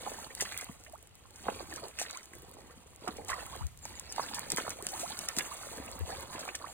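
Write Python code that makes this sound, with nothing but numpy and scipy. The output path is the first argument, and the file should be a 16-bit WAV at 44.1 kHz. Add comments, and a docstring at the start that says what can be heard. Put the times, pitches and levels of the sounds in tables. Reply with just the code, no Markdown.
"""Rubber boots wade through wet mud and shallow water in a wood, heard from about a metre above.
From the first stride, air pockets pop as resonant cavities, tearing films spit, leaves and twigs tick,
bubbles glide in pitch and stirred water sloshes and fizzes, over a low rumble of moving air.
Just past three seconds, soft buffets reach the hand-held microphone; then a small bird calls faintly.
The strides go on, the buffets return at six seconds, and two more bird notes sound near the end."""
import sys
import numpy as np
from scipy import signal
from scipy.fft import rfft, irfft, next_fast_len
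from scipy.io import wavfile
from scipy.ndimage import uniform_filter1d

SR = 44100
rng = np.random.default_rng(int(sys.argv[2]) if len(sys.argv) > 2 else 0)


def wrap_up_sound(samples):
    """Save the sound to the file named by the first command line argument, as 16-bit audio."""
    columns = np.atleast_2d(samples).T
    # keep every value between -1 and 1, then stretch to whole-number steps
    tamed = np.clip(columns, -1, 1)
    steps = np.round(tamed * 32767).astype(np.int16)
    wavfile.write(sys.argv[1], SR, steps)


N = 296793
TIME = np.arange(N) / SR
SIZE = next_fast_len(N + 8192)
FREQS = np.maximum(np.arange(SIZE // 2 + 1) * SR / SIZE, 1)

# spectrum of spitting films and falling drops: (frequency [Hz], level [dB])
SPRAY_SPECTRUM = [(500, -12), (2000, -7), (4000, -2), (6000, 8), (7400, 4.5), (9500, 1.5), (12000, -3.5),
                  (16000, -17)]


def pops(slosh, ring_cycles=5.1, rise=0.015, ring_db=14, squelch_db=-6, attack_s=0.00065, lead_s=0.005):
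    """Cavity resonance: mud tears, and the opened air pocket rings and squelches in the same band."""
    # large air pockets: (time [s], level [dB], resonance [Hz], decay time [s])
    pockets = [(0.0645, -31.5, 780, 0.013), (0.1165, -33.5, 620, 0.025), (0.3056, -46, 1930, 0.011),
               (0.4025, -31, 1870, 0.02), (0.4128, -26, 2280, 0.0079), (0.4228, -32.5, 510, 0.029),
               (0.4525, -32, 1700, .012), (0.5219, -32.5, 1620, 0.022), (0.567, -37, 1800, .01),
               (0.588, -37, 1700, 0.0092), (0.619, -36, 1700, .012), (0.6275, -41, 604, 0.011),
               (0.6901, -39.5, 730, 0.037), (0.6954, -44.5, 192, 0.059), (0.8644, -41.5, 1830, 0.016),
               (1.0305, -52.5, 595, .01), (1.2555, -48.5, 920, .01), (1.4567, -37.5, 740, .025),
               (1.468, -34, 593, .025), (1.4843, -21.5, 900, .012), (1.4878, -24, 600, .008),
               (1.4925, -32, 720, .022), (1.5045, -37, 740, .035), (1.606, -37, 650, .016),
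               (1.8315, -35, 650, 0.092), (1.988, -29.5, 1690, 0.011), (1.9975, -31, 2280, 0.016),
               (2.006, -40, 1700, 0.011), (2.015, -34.5, 1620, 0.01), (2.028, -32, 2500, .009),
               (2.0151, -33, 676, 0.008), (2.0512, -37, 1420, 0.012), (2.1027, -35, 1500, 0.0069),
               (2.3355, -39.5, 1460, 0.0077), (2.569, -44, 614, .02), (2.5863, -45, 447, 0.096),
               (3.046, -43, 570, 0.032), (3.0754, -24, 690, 0.021), (3.079, -32.5, 1760, 0.029),
               (3.0842, -34, 930, 0.037), (3.088, -42.5, 256, 0.063), (3.1857, -39, 513, 0.21),
               (3.2935, -26.5, 1960, 0.0063), (3.299, -27, 850, .008), (3.3105, -29, 1700, .012),
               (3.318, -26, 1340, .018), (3.329, -30.5, 1480, 0.0069), (3.3895, -35, 950, .01),
               (3.3935, -35, 1870, .012), (3.4055, -36, 1600, .01), (3.5543, -38, 795, 0.013),
               (3.8552, -32, 930, 0.0063), (4.1828, -23, 850, .005), (4.196, -22, 920, .005),
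               (4.3355, -36, 1140, .009), (4.3855, -29, 1140, 0.0078), (4.5248, -39.5, 366, 0.017),
               (4.534, -36.5, 327, 0.016), (4.572, -26, 1750, .016), (4.583, -21.5, 1150, 0.012),
               (4.5838, -36, 376, 0.026), (4.587, -28, 1500, .01), (4.593, -30, 1060, .013),
               (4.6005, -28, 2110, .012), (4.679, -25, 824, 0.008), (5.2853, -30.5, 1980, 0.039),
               (5.3736, -38, 296, 0.16), (5.3841, -31, 1150, 0.1), (5.3949, -25, 1740, .011),
               (5.4076, -23.5, 2000, 0.0081), (5.6335, -34.5, 1180, 0.011), (5.785, -39.5, 500, 0.038),
               (5.8, -42, 268, 0.034), (6.3515, -45, 327, 0.013), (6.381, -34, 950, .01),
               (6.479, -33, 810, 0.019), (6.4885, -27.5, 1740, 0.017), (6.489, -34.5, 590, .012),
               (6.5491, -29.5, 2250, 0.016), (6.6722, -37, 855, 0.012)]
    out, t = np.zeros(N), TIME[:SR // 10]
    band_edges = 2 ** (1.325 * np.array([-.5, .5]))  # 1.325 octaves wide
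    for s, db, hz, decay_s in pockets + small_pops(slosh):
        ring = np.sin(2 * np.pi * hz * t * (1 + rise * t / decay_s))
        ring *= fade(t, min(ring_cycles / hz, 2 * decay_s)) * (1 - np.exp(-t / attack_s)) ** 2
        add(out, s, from_db(db + ring_db) * ring)
        cavity = signal.butter(3, hz * band_edges, "band", fs=SR, output="sos")
        tear = signal.sosfilt(cavity, rng.standard_normal(2 * len(t)))
        tear = level_out(tear, span_s=0.0038)[-len(t):]
        swell = np.minimum(t / lead_s, 1) ** 2 * fade(np.maximum(t - lead_s, 0), 1.8 * decay_s)
        add(out, s + attack_s - lead_s, from_db(db + squelch_db) * tear * swell)
    return out


def small_pops(slosh, above_db=8.5, range_db=9.5, low_hz=456, high_hz=1700, cycles=30, count=38):
    """Resonator scaling: of the lesser pockets in worked mud, those that ring lower ring longer."""
    chance, strength, size, life = rng.random((count, 4)).T
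    s, db = moments(slosh, chance)
    hz = low_hz * (high_hz / low_hz) ** size
    return list(zip(s, db + above_db - range_db * strength, hz, cycles * (.5 + life) / hz))


def spits(spray, level_db=0.5, snap_db=13.5, crack_db=-1.5, ragged_db=4, lead_s=0.0016):
    """Film rupture: a film stretches with a crackle, snaps, and leaves a ragged tail of droplets."""
    # strong spits of spray and tearing mud films: (time [s], level [dB], decay time [s])
    films = [(0.4076, -24.5, 0.033), (0.4235, -29.5, 0.025), (0.5765, -36, 0.0076), (0.611, -33.5, 0.011),
             (1.761, -33, 0.0083), (1.9885, -33, 0.015), (1.997, -25.5, 0.022), (2.015, -29.5, 0.037),
             (2.1097, -34.5, 0.007), (2.1727, -35, 0.0082), (3.079, -34, 0.013), (3.168, -41, .012),
             (3.2833, -35.5, 0.034), (3.3006, -36.5, 0.036), (3.8533, -35.5, 0.0087),
             (3.9965, -33.5, 0.0055), (4.1239, -33, 0.014), (4.1617, -37, 0.011), (4.3447, -30, 0.054),
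             (4.5025, -23.5, 0.0067), (4.519, -19.5, 0.0065), (4.5715, -27.5, 0.043),
             (4.7045, -30.5, 0.011), (4.862, -48, .02), (4.8675, -23.5, 0.003), (4.8876, -34.5, 0.052),
             (4.995, -35, 0.1), (5.1905, -27.5, 0.0057), (5.2872, -21, 0.0041), (5.3664, -28.5, 0.037),
             (5.3755, -35, 0.041), (5.3858, -20, 0.015), (6.3933, -36.5, 0.029), (6.552, -30.5, 0.02)]
    power, snaps, t = np.zeros(N), np.zeros(N), TIME[:SR // 10]
    swell, after = np.minimum(t / lead_s, 1) ** 4, np.maximum(t - lead_s, 0)
    for s, db, decay_s in films + small_spits(spray):
        ragged = np.interp(t, np.arange(100) / 1000, rng.standard_normal(100))
        tail = fade(after, 2.6 * decay_s) * from_db(ragged_db * np.minimum(ragged, 1))
        shape = swell * (tail + from_db(crack_db) * fade(after, t60=0.0026))
        add(power, s + 0.00024 - lead_s, (from_db(db + level_db) * shape / shape.max()) ** 2)
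        add(snaps, s + .0006, from_db([db + snap_db]))
    hiss = level_out(colour(rng.standard_normal(N), SPRAY_SPECTRUM), span_s=0.00042)
    return np.sqrt(power) * hiss + colour(snaps, SPRAY_SPECTRUM)


def small_spits(spray, level_db=-41, follows=0.18, range_db=10, decay_s=0.012, count=30):
    """Film rupture on a small scale: more frequent and a little louder where the spray is thick."""
    chance, strength, life = rng.random((count, 3)).T
    s, db = moments(spray, chance)
    levels = level_db + follows * (db - db.mean()) - range_db * strength
    return list(zip(s, levels, decay_s * (.5 + life)))


def bubble(hz, length, octaves, fall_db, jitter=0.045):
    """Damped oscillation: a bubble's ring dies away as its pitch glides ever faster, roughened by mud."""
    t = TIME[:int(length * SR)]
    age = t / length
    unsteady = np.interp(t * 500, np.arange(64), rng.standard_normal(64))
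    pitch = hz * 2 ** (octaves * (age + age ** 2) / 2) * (1 + jitter * unsteady)
    envelope = from_db(fall_db * age) * signal.windows.tukey(len(age), .35)
    return envelope * np.sin(2 * np.pi * np.cumsum(pitch) / SR)


def large_bubbles(level_db=-2, wobble_db=2.5):
    """Bubble resonance: brief rings plop, long ones glide far, and mud roughens their level."""
    # bubbles and closing cavities: (time [s], level [dB], start pitch [Hz], end pitch [Hz], length [s])
    glides = [(0.073, -27, 785, 850, .009), (0.301, -39, 1860, 2600, .02), (0.454, -36, 1760, 2300, .014),
              (0.594, -35, 2030, 2750, .016), (0.872, -49, 560, 1050, .035), (1.732, -38.5, 297, 345, .013),
              (1.779, -34.5, 1230, 1400, .012), (1.851, -36.5, 617, 890, .02),
              (2.05, -38, 1280, 1700, .013), (2.058, -39, 1730, 2100, .011), (2.13, -39, 705, 800, .012),
              (2.145, -39.5, 2250, 2500, .011), (2.156, -40.5, 993, 1700, .028),
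              (2.689, -51, 926, 2200, .04), (3.083, -34, 400, 190, .012), (3.287, -30, 780, 850, .008),
              (3.301, -20, 1050, 1200, .006), (3.329, -24, 1750, 2400, .009), (3.33, -29, 1060, 1260, .022),
              (3.353, -39, 837, 1800, .033), (3.466, -37, 1170, 1330, .012), (3.522, -35, 858, 1900, .033),
              (3.606, -39.5, 854, 1650, .03), (4.199, -28, 1150, 1000, .012), (4.223, -36, 750, 800, .015),
              (4.255, -39, 1600, 2600, .017), (4.649, -39, 1450, 1050, .007), (4.666, -31, 1150, 620, .008),
              (4.68, -34, 520, 190, .011), (4.826, -35, 360, 520, .016), (5.512, -33, 1003, 1340, .018),
              (5.631, -34, 1205, 1400, .01), (6.095, -38, 1230, 1900, .029), (6.1, -32.5, 680, 750, .01),
              (6.126, -34, 718, 930, .017), (6.347, -36, 965, 1100, .012), (6.612, -39, 1050, 1900, .018),
              (6.663, -37, 1750, 2100, .009), (0.932, -38.5, 620, 1650, .033),
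              (1.721, -33, 1950, 1700, .012), (4.785, -36.5, 620, 1650, .035),
              (4.931, -32.5, 690, 1450, .035), (5.027, -32.5, 540, 1600, .044),
              (5.101, -34, 724, 1150, .024), (6.641, -27.5, 1000, 1400, .011)]
    out = np.zeros(N)
    for s, db, start_hz, end_hz, length in glides:
        ring = bubble(start_hz, length, np.log2(end_hz / start_hz), fall_db=-11)
        add(out, s, from_db(db + level_db) * ring)
    return out * from_db(wobble_db * drift(180))


def small_bubbles(low_hz=520, high_hz=1740, cycles=14.7, range_db=8, octaves=0.48, count=130):
    """Bubble resonance at random times: each lesser bubble has its own life and upward glide."""
    out = np.zeros(N)
    for when, size, strength, life, glide in rng.random((count, 5)):
        hz = low_hz * (high_hz / low_hz) ** size
        blip = bubble(hz, cycles * (.5 + life) / hz, octaves * glide, fall_db=-19)
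        add(out, when * N / SR, from_db(-range_db * strength) * blip)
    return out


def stirring(push_s=0.076, entry_db=2, entry_t60=0.75):
    """Incoherent addition: strides swell, settle and sum in power, giving the four water layers' gains."""
    # a boot pushes in or pulls out:
    # (time [s], length [s], slosh [dB], gurgle [dB], splatter [dB], fizz [dB])
    strides = [(0.02, .22, -49, -59, -56, -50), (0.395, .21, -53.5, -67, -52.5, -50.5),
               (1.359, 0.12, -64, -67, -66.5, -61), (1.467, .14, -51, -52.5, -56, -53),
               (1.722, .13, -51.5, -58.5, -58, -54.5), (1.982, .16, -54.5, -85, -54.5, -55.5),
               (2.334, .40, -61.5, -60, -70.5, -65), (3.041, .13, -54, -55.5, -60.5, -59.5),
               (3.295, .13, -46.5, -66, -56, -52), (3.527, .05, -55, -60.5, -57.5, -55.5),
               (3.858, .25, -58.5, -63, -59.5, -57.5), (4.173, .26, -49.5, -55.5, -52, -50.5),
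               (4.516, .20, -49.5, -52, -53.5, -49.5), (4.845, 0.046, -53.5, -59, -60, -54),
               (4.943, .08, -51, -59, -57, -43.5), (5.098, .05, -54, -57, -51.5, -55.5),
               (5.21, .46, -49, -64.5, -56.5, -47.5), (5.737, .26, -49.5, -56, -58, -54),
               (6.086, .13, -46.5, -54.5, -54.5, -51), (6.332, .14, -47, -57.5, -54, -52.5),
               (6.608, .1, -53.5, -67.5, -62, -55.5)]
    # one value a layer, in the same order
    trickle_db, settle_t60 = (-65.5, -68, -73, -65), (0.71, 0.92, 0.46, 1.0)
    lull_share = np.array([1, 0.99, 0.21, 0.3])
    power = from_db(trickle_db)[:, None] ** 2 * np.ones(N)
    t = TIME[:2 * SR] - push_s
    push = np.minimum(1 + t / push_s, 1) ** 2 * from_db(entry_db * fade(np.maximum(t, 0), entry_t60))
    for s, length, *levels in strides:
        for layer, db, t60 in zip(power, levels, settle_t60):
            gain = from_db(db) * push * fade(np.maximum(t - length, 0), t60)
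            add(layer, s - push_s, gain[t >= -s] ** 2)
    return np.sqrt(power) * lulls() ** lull_share[:, None]


def lulls():
    """Loss of excitation: the gain sinks briefly while neither boot stirs the water."""
    # pauses between steps: (centre time [s], length [s], depth [dB])
    pauses = [(1.08, .45, -7), (1.938, .1, -8), (2.265, .1, -3), (4.765, .09, -4), (5.16, .08, -5),
              (5.6, .09, -3), (3.745, .22, -11)]
    db = np.zeros(N)
    for s, length, depth_db in pauses:
        add(db, s - length / 2, depth_db * np.hanning(int(length * SR)))
    return from_db(db)


def cavity_cloud(spectrum, low_hz, high_hz, per_s, spread_db, cycles, rise, wash_db):
    """Superposition: many tiny cavities ring for a few cycles each, rising in pitch, over a smooth wash."""
    when, size, strength, life = rng.random((int(per_s * N / SR), 4)).T[:, :, None]
    hz = low_hz * (high_hz / low_hz) ** size
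    turns = hz * TIME[:int(min(cycles / low_hz, .05) * SR)]
    age = turns / (cycles * (.5 + life))
    gain = from_db(spread_db * np.minimum(-np.log(1 - strength), 4))
    envelope = fade(age, 1.0) * (1 - np.exp(-2 * turns))
    grains = gain * envelope * np.sin(2 * np.pi * turns * (1 + rise * age))
    places = (when * N).astype(int) + np.arange(turns.shape[1])
    rings = np.bincount(places.ravel(), grains.ravel(), N)[:N]
    wash = rms_one(colour(rng.standard_normal(N), spectrum))
    return level_out(rms_one(colour(rings, spectrum)) + from_db(wash_db) * wash, span_s=0.081)


def stirred_water(slosh, gurgle, splatter):
    """Resonance falls with size: middling cavities slosh, large ones gurgle, the smallest splatter."""
    # spectra of the three cavity clouds: (frequency [Hz], level [dB])
    slosh_spectrum = [(280, -8), (480, -3), (750, 6), (1150, 3.5), (1600, -7.5), (2600, -51)]
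    gurgle_spectrum = [(80, -4.5), (150, -7), (230, -1.5), (420, 1.5), (520, 6), (750, -19.5)]
    splatter_spectrum = [(800, -11), (1400, -7), (1900, -3), (2600, -2), (3600, 0), (4600, 5.5),
                         (6500, -16)]
    middling = cavity_cloud(slosh_spectrum, low_hz=415, high_hz=1810, per_s=280,
                            spread_db=3.4, cycles=11, rise=0.095, wash_db=-4.5)
    large = cavity_cloud(gurgle_spectrum, low_hz=126.6, high_hz=564, per_s=190,
                         spread_db=3.5, cycles=4.9, rise=0.079, wash_db=-13)
    small = cavity_cloud(splatter_spectrum, low_hz=1110, high_hz=5210, per_s=520,
                         spread_db=3.8, cycles=10, rise=0.24, wash_db=-6)
    return slosh * from_db(-2.5) * middling + gurgle * from_db(0.5) * large + splatter * from_db(4) * small


def fizz(hiss_db=5.5, flutter_db=2.5):
    """Shot noise: droplets and bursting films, each a tick of noise, merge into a bright crackle."""
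    # spectrum of the crackle: (frequency [Hz], level [dB])
    fizz_spectrum = [(2000, -1.5), (3800, -5), (5000, -19), (6300, 4.5), (7400, -0.5), (9500, 1.5),
                     (12000, -2), (14000, -8.5), (16000, -12.5)]
    power = decaying_power(clicks(per_s=340, spread_db=3.2), t60=0.0025)
    envelope = np.sqrt(power / power.mean() + from_db(hiss_db) ** 2) * from_db(flutter_db * drift(70))
    return level_out(colour(envelope * rng.standard_normal(N), fizz_spectrum), span_s=0.46)


def ticks(level_db=6.5, width_hz=5000, tail_db=-19, tail_t60=0.009):
    """Impulse response: each snap excites a broad resonance of its own and leaves a faint gritty tail."""
    # snaps of mud skin, leaves and twigs: (time [s], level [dB], centre frequency [Hz])
    snaps = [(0.351, -28, 8200), (0.523, -34.5, 7500), (0.5763, -23.5, 12300), (0.5888, -28, 9400),
             (0.6443, -28.5, 9700), (0.724, -41, 11200), (0.838, -42, 6500), (0.8475, -43, 10000),
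             (0.85, -45, 4600), (0.8975, -46, 7800), (0.925, -39, 10500), (0.9405, -49, 9000),
             (0.9523, -45, 11000), (0.9795, -47, 8500), (1.0283, -39, 12000), (1.073, -43, 9100),
             (1.154, -41, 8850), (1.3079, -45, 7500), (1.7391, -32, 7350), (1.884, -35.5, 8500),
             (2.257, -40.5, 7500), (2.3353, -40, 9400), (2.3527, -37, 9500), (2.3856, -42, 14000),
             (2.4214, -40, 12000), (2.494, -43, 12000), (2.514, -39, 11500), (2.9612, -39, 8500),
             (3.1093, -50, 8200), (3.1419, -45, 13500), (3.2486, -37, 7600), (3.4646, -31, 9700),
             (3.563, -34, 8500), (3.668, -34.5, 7500), (3.775, -39.5, 9000), (3.997, -32, 10500),
             (4.3938, -23, 9100), (4.563, -23, 9000), (4.6218, -40, 9000), (4.6945, -27, 9000),
             (4.825, -30, 8100), (4.92, -31, 11000), (5.1033, -42, 8500), (5.8625, -34, 10000),
             (5.9155, -33.5, 7400), (5.9915, -33, 13600), (6.2073, -32, 11200), (6.452, -34, 9500)]
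    out, t = np.zeros(N), TIME[:SR // 30]
    radius = np.exp(-np.pi * width_hz / SR)
    for s, db, hz in snaps:
        click = (t == 0) + from_db(tail_db) * fade(t, tail_t60) * rng.standard_normal(len(t))
        resonator = [1, -2 * radius * np.cos(2 * np.pi * hz / SR), radius ** 2]
        snap = signal.lfilter([1, 0, -1], resonator, click)
        add(out, s, from_db(db + level_db) * snap / np.abs(snap).max())
    return out


def droplets(tail_db=-44):
    """Impact noise: lone drops and pinhead bubbles tick on the wet surface."""
    drops = clicks(per_s=22, spread_db=1.5)
    tails = np.sqrt(decaying_power(drops, t60=0.0053)) * rng.standard_normal(N)
    return colour(drops + from_db(tail_db) * tails, SPRAY_SPECTRUM)


def bird(level_db=-0.5, warble_hz=80, waver_db=2, echo_db=-9, echo_t60=0.14):
    """Frequency modulation: thin falling notes warble far off, with faint echoes among the trees."""
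    # notes: (time [s], length [s], start pitch [Hz], end pitch [Hz], level [dB])
    notes = [(3.815, .042, 7800, 6100, -49), (3.944, .052, 7550, 5900, -51), (4.085, .042, 5950, 4550, -43),
             (4.203, .046, 5850, 4450, -43), (6.46, .058, 7150, 6820, -58), (6.678, .052, 7330, 7200, -51)]
    out, t = np.zeros(N), TIME[:SR // 4]
    for s, length, start_hz, end_hz, db in notes:
        pitch = start_hz + (end_hz - start_hz) * np.linspace(0, 1, int(length * SR)) ** 1.25
        pitch += warble_hz * drift(470)[:len(pitch)]
        note = signal.windows.tukey(len(pitch), .5) * np.sin(2 * np.pi * np.cumsum(pitch) / SR)
        add(out, s, from_db(db + level_db) * note)
    paths = rng.standard_normal(len(t)) * fade(t, echo_t60)
    echoes = signal.fftconvolve(out, paths / np.linalg.norm(paths))[:N]
    return (out + from_db(echo_db) * echoes) * from_db(waver_db * drift(120))


def buffets():
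    """Pressure fluctuation: a few slow swings of air, in antiphase at the microphone's two ports."""
    # puffs of air: (centre time [s], length [s], frequency [Hz], level [dB])
    puffs = [(3.323, 0.036, 69.5, -38), (3.618, 0.026, 111, -30), (3.653, 0.061, 74.5, -26),
             (6.007, 0.035, 75, -36), (6.029, 0.063, 82, -26)]
    out = np.zeros(N)
    for s, length, hz, db in puffs:
        t = TIME[:int(length * SR)] - length / 2
        add(out, s - length / 2, from_db(db) * np.hanning(len(t)) * np.sin(2 * np.pi * hz * t))
    return out * np.array([[1], [-.35]])


def air_rumble():
    """Flow noise: air rumbles on the swinging microphone, partly coherent between the ports."""
    # swells of the rumble: (time [s], level [dB])
    swells = [(0, -58.5), (1.3, -60), (1.55, -53), (1.95, -61), (2.22, -72), (2.36, -56), (2.92, -61.5),
              (3.15, -55), (3.6, -52), (3.78, -52.5), (4.05, -55.5), (4.2, -58), (5.65, -60), (5.88, -53),
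              (6.25, -52.5), (6.45, -64), (6.73, -55)]
    # its spectrum: (frequency [Hz], level [dB])
    rumble_spectrum = [(20, -57), (40, -4), (72, 4), (110, -4), (180, -15.5), (400, -38.5)]
    flow = np.array([[0.58, 0.28], [0.0089, 0.58]]) @ rng.standard_normal((2, N))
    return from_db(np.interp(TIME, *np.transpose(swells))) * rms_one(colour(flow, rumble_spectrum))


def quiet_wood():
    """Ambient noise: a steady hush, uncorrelated between the ports."""
    # spectrum of the hush: (frequency [Hz], level [dB])
    hush_spectrum = [(25, -39), (70, -6), (200, -9), (800, -8.5), (1600, -17), (3000, -12.5), (8000, -35.5),
                     (12000, -59), (16000, -48)]
    return rms_one(colour(rng.standard_normal((2, N)), hush_spectrum))


def scatter(x, ground_t60=0.04, trees_t60=0.076, trees_db=-11, count=90):
    """Multipath reflection: echoes from ground, legs and trunks change pattern as the walker moves on."""
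    out, t, hop = np.zeros((2, N)), TIME[:SR // 10], N // count + 1
    decay = (fade(t, ground_t60) + from_db(trees_db) * fade(t, trees_t60)) * (1 - np.exp(-t / 0.00035))
    for k in range(count + 1):
        at = np.arange(max(k - 1, 0) * hop, min((k + 1) * hop, N))
        piece = x[at] * np.cos(np.pi / 2 * (at / hop - k))
        for side in out:
            paths = rng.standard_normal(len(t)) * decay
            add(side, at[0] / SR, signal.fftconvolve(piece, paths / np.linalg.norm(paths)))
    return out


def at_ports(x, scattered):
    """Phase and level differences: direct sound reaches the ports out of step, mixed with scattered sound."""
    # phase between the ports: (frequency [Hz], lead of the left [rad])
    left_lead = [(100, 0), (300, -.45), (600, -1.15), (900, -1.25), (1400, .3), (2100, 1.0), (3000, 2.4),
                 (5400, 3.2), (6500, 3.9), (7800, 6.0), (9300, 6.55), (11100, 9.2), (12500, 9.6),
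                 (13800, 12.4), (16000, 12.6)]
    # balance, mostly to the right: (frequency [Hz], left minus right [dB])
    balance = [(150, 1), (380, 0.5), (700, -4.5), (1200, -8.5), (2400, -1), (3500, -5.5), (5500, 1),
               (16000, -1)]
    # scattered part of the sound: (frequency [Hz], share of power [0-1])
    scattered_share = [(200, .06), (600, .12), (1200, .2), (2000, .3), (3000, .45), (5000, .06),
                       (8000, .03), (16000, .03)]
    share, sides = by_hz(scattered_share), np.array([[.5], [-.5]])
    direct = np.exp(1j * sides * by_hz(left_lead)) * rfft(x, SIZE)
    gains = from_db(sides * by_hz(balance))
    gains /= np.sqrt(np.mean(gains ** 2, axis=0))
    mixed = np.sqrt(1 - share) * direct + np.sqrt(share) * rfft(scattered, SIZE)
    return irfft(gains * mixed, SIZE)[:, :N]


def moments(gain, chance):
    """Random times, closer where the gain is high, with the level in dB at each."""
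    due = (np.arange(len(chance)) + chance) / len(chance)
    at = np.minimum(np.searchsorted(np.cumsum(gain) / gain.sum(), due), N - 1)
    return TIME[at], 20 * np.log10(gain[at])


def clicks(per_s, spread_db):
    """Poisson process: random impulses, most small and a few large."""
    sizes = from_db(spread_db * np.minimum(rng.exponential(1, N), 4))
    return (rng.random(N) < per_s / SR) * sizes * rng.choice([-1, 1], N)


def decaying_power(impulses, t60):
    """Leaky integration: each impulse's energy dies away exponentially."""
    return signal.lfilter([1], [1, -fade(1 / SR, t60) ** 2], impulses ** 2 + 1e-18)


def level_out(x, span_s):
    """Division by the running rms evens out a texture and keeps its grain."""
    power = np.maximum(uniform_filter1d(x ** 2, int(span_s * SR)), 0)
    return x / np.sqrt(power + 1e-3 * np.mean(x ** 2))


def colour(x, spectrum):
    """Spectral shaping under which white noise keeps its power."""
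    return irfft(rfft(x, SIZE) * rms_one(from_db(by_hz(spectrum))), SIZE)[..., :N]


def by_hz(points):
    """Interpolation of a table on a log frequency axis."""
    hz, value = np.transpose(points)
    return np.interp(np.log(FREQS), np.log(hz), value)


def drift(rate):
    """Smooth random modulation with rms 1."""
    knots = rng.standard_normal(4096)
    return rms_one(np.interp(TIME * rate, np.arange(len(knots)), knots))


def fade(t, t60):
    """Exponential decay, 60 dB down at t60."""
    return np.exp(-np.log(1000) * t / t60)


def from_db(db):
    """Decibels to gain."""
    return 10 ** (np.asarray(db) / 20)


def rms_one(x):
    """Scale to rms 1."""
    return x / np.sqrt(np.mean(x ** 2) + 1e-20)


def add(out, s, sound):
    """Superpose a short sound at time s."""
    i = int(np.clip(round(s * SR), 0, N - 1))
    out[i:i + len(sound)] += sound[:N - i]


def scene():
    """Superposition: mud, water and bird reach the ports, over moving air and the quiet of the wood."""
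    slosh, gurgle, splatter, spray = stirring()
    sources = pops(slosh) + spits(spray) + large_bubbles()
    sources += slosh * from_db(-1.5) * small_bubbles()
    sources += stirred_water(slosh, gurgle, splatter) + spray * fizz() + ticks()
    # drops keep falling between the steps, so they follow the spray only loosely
    sources += np.sqrt(spray) * from_db(-8.5) * droplets()
    sources += bird()
    air = buffets() + from_db(-1.5) * air_rumble() + from_db(-65.5) * quiet_wood()
    return at_ports(sources, scatter(sources)) + air


def record(dry, cutoff_hz=15800):
    """Band limiting: an elliptic low-pass cuts the top steeply."""
    return signal.sosfilt(signal.ellip(10, .1, 70, cutoff_hz, fs=SR, output="sos"), dry)


dry = scene()
out = record(dry)
wrap_up_sound(out)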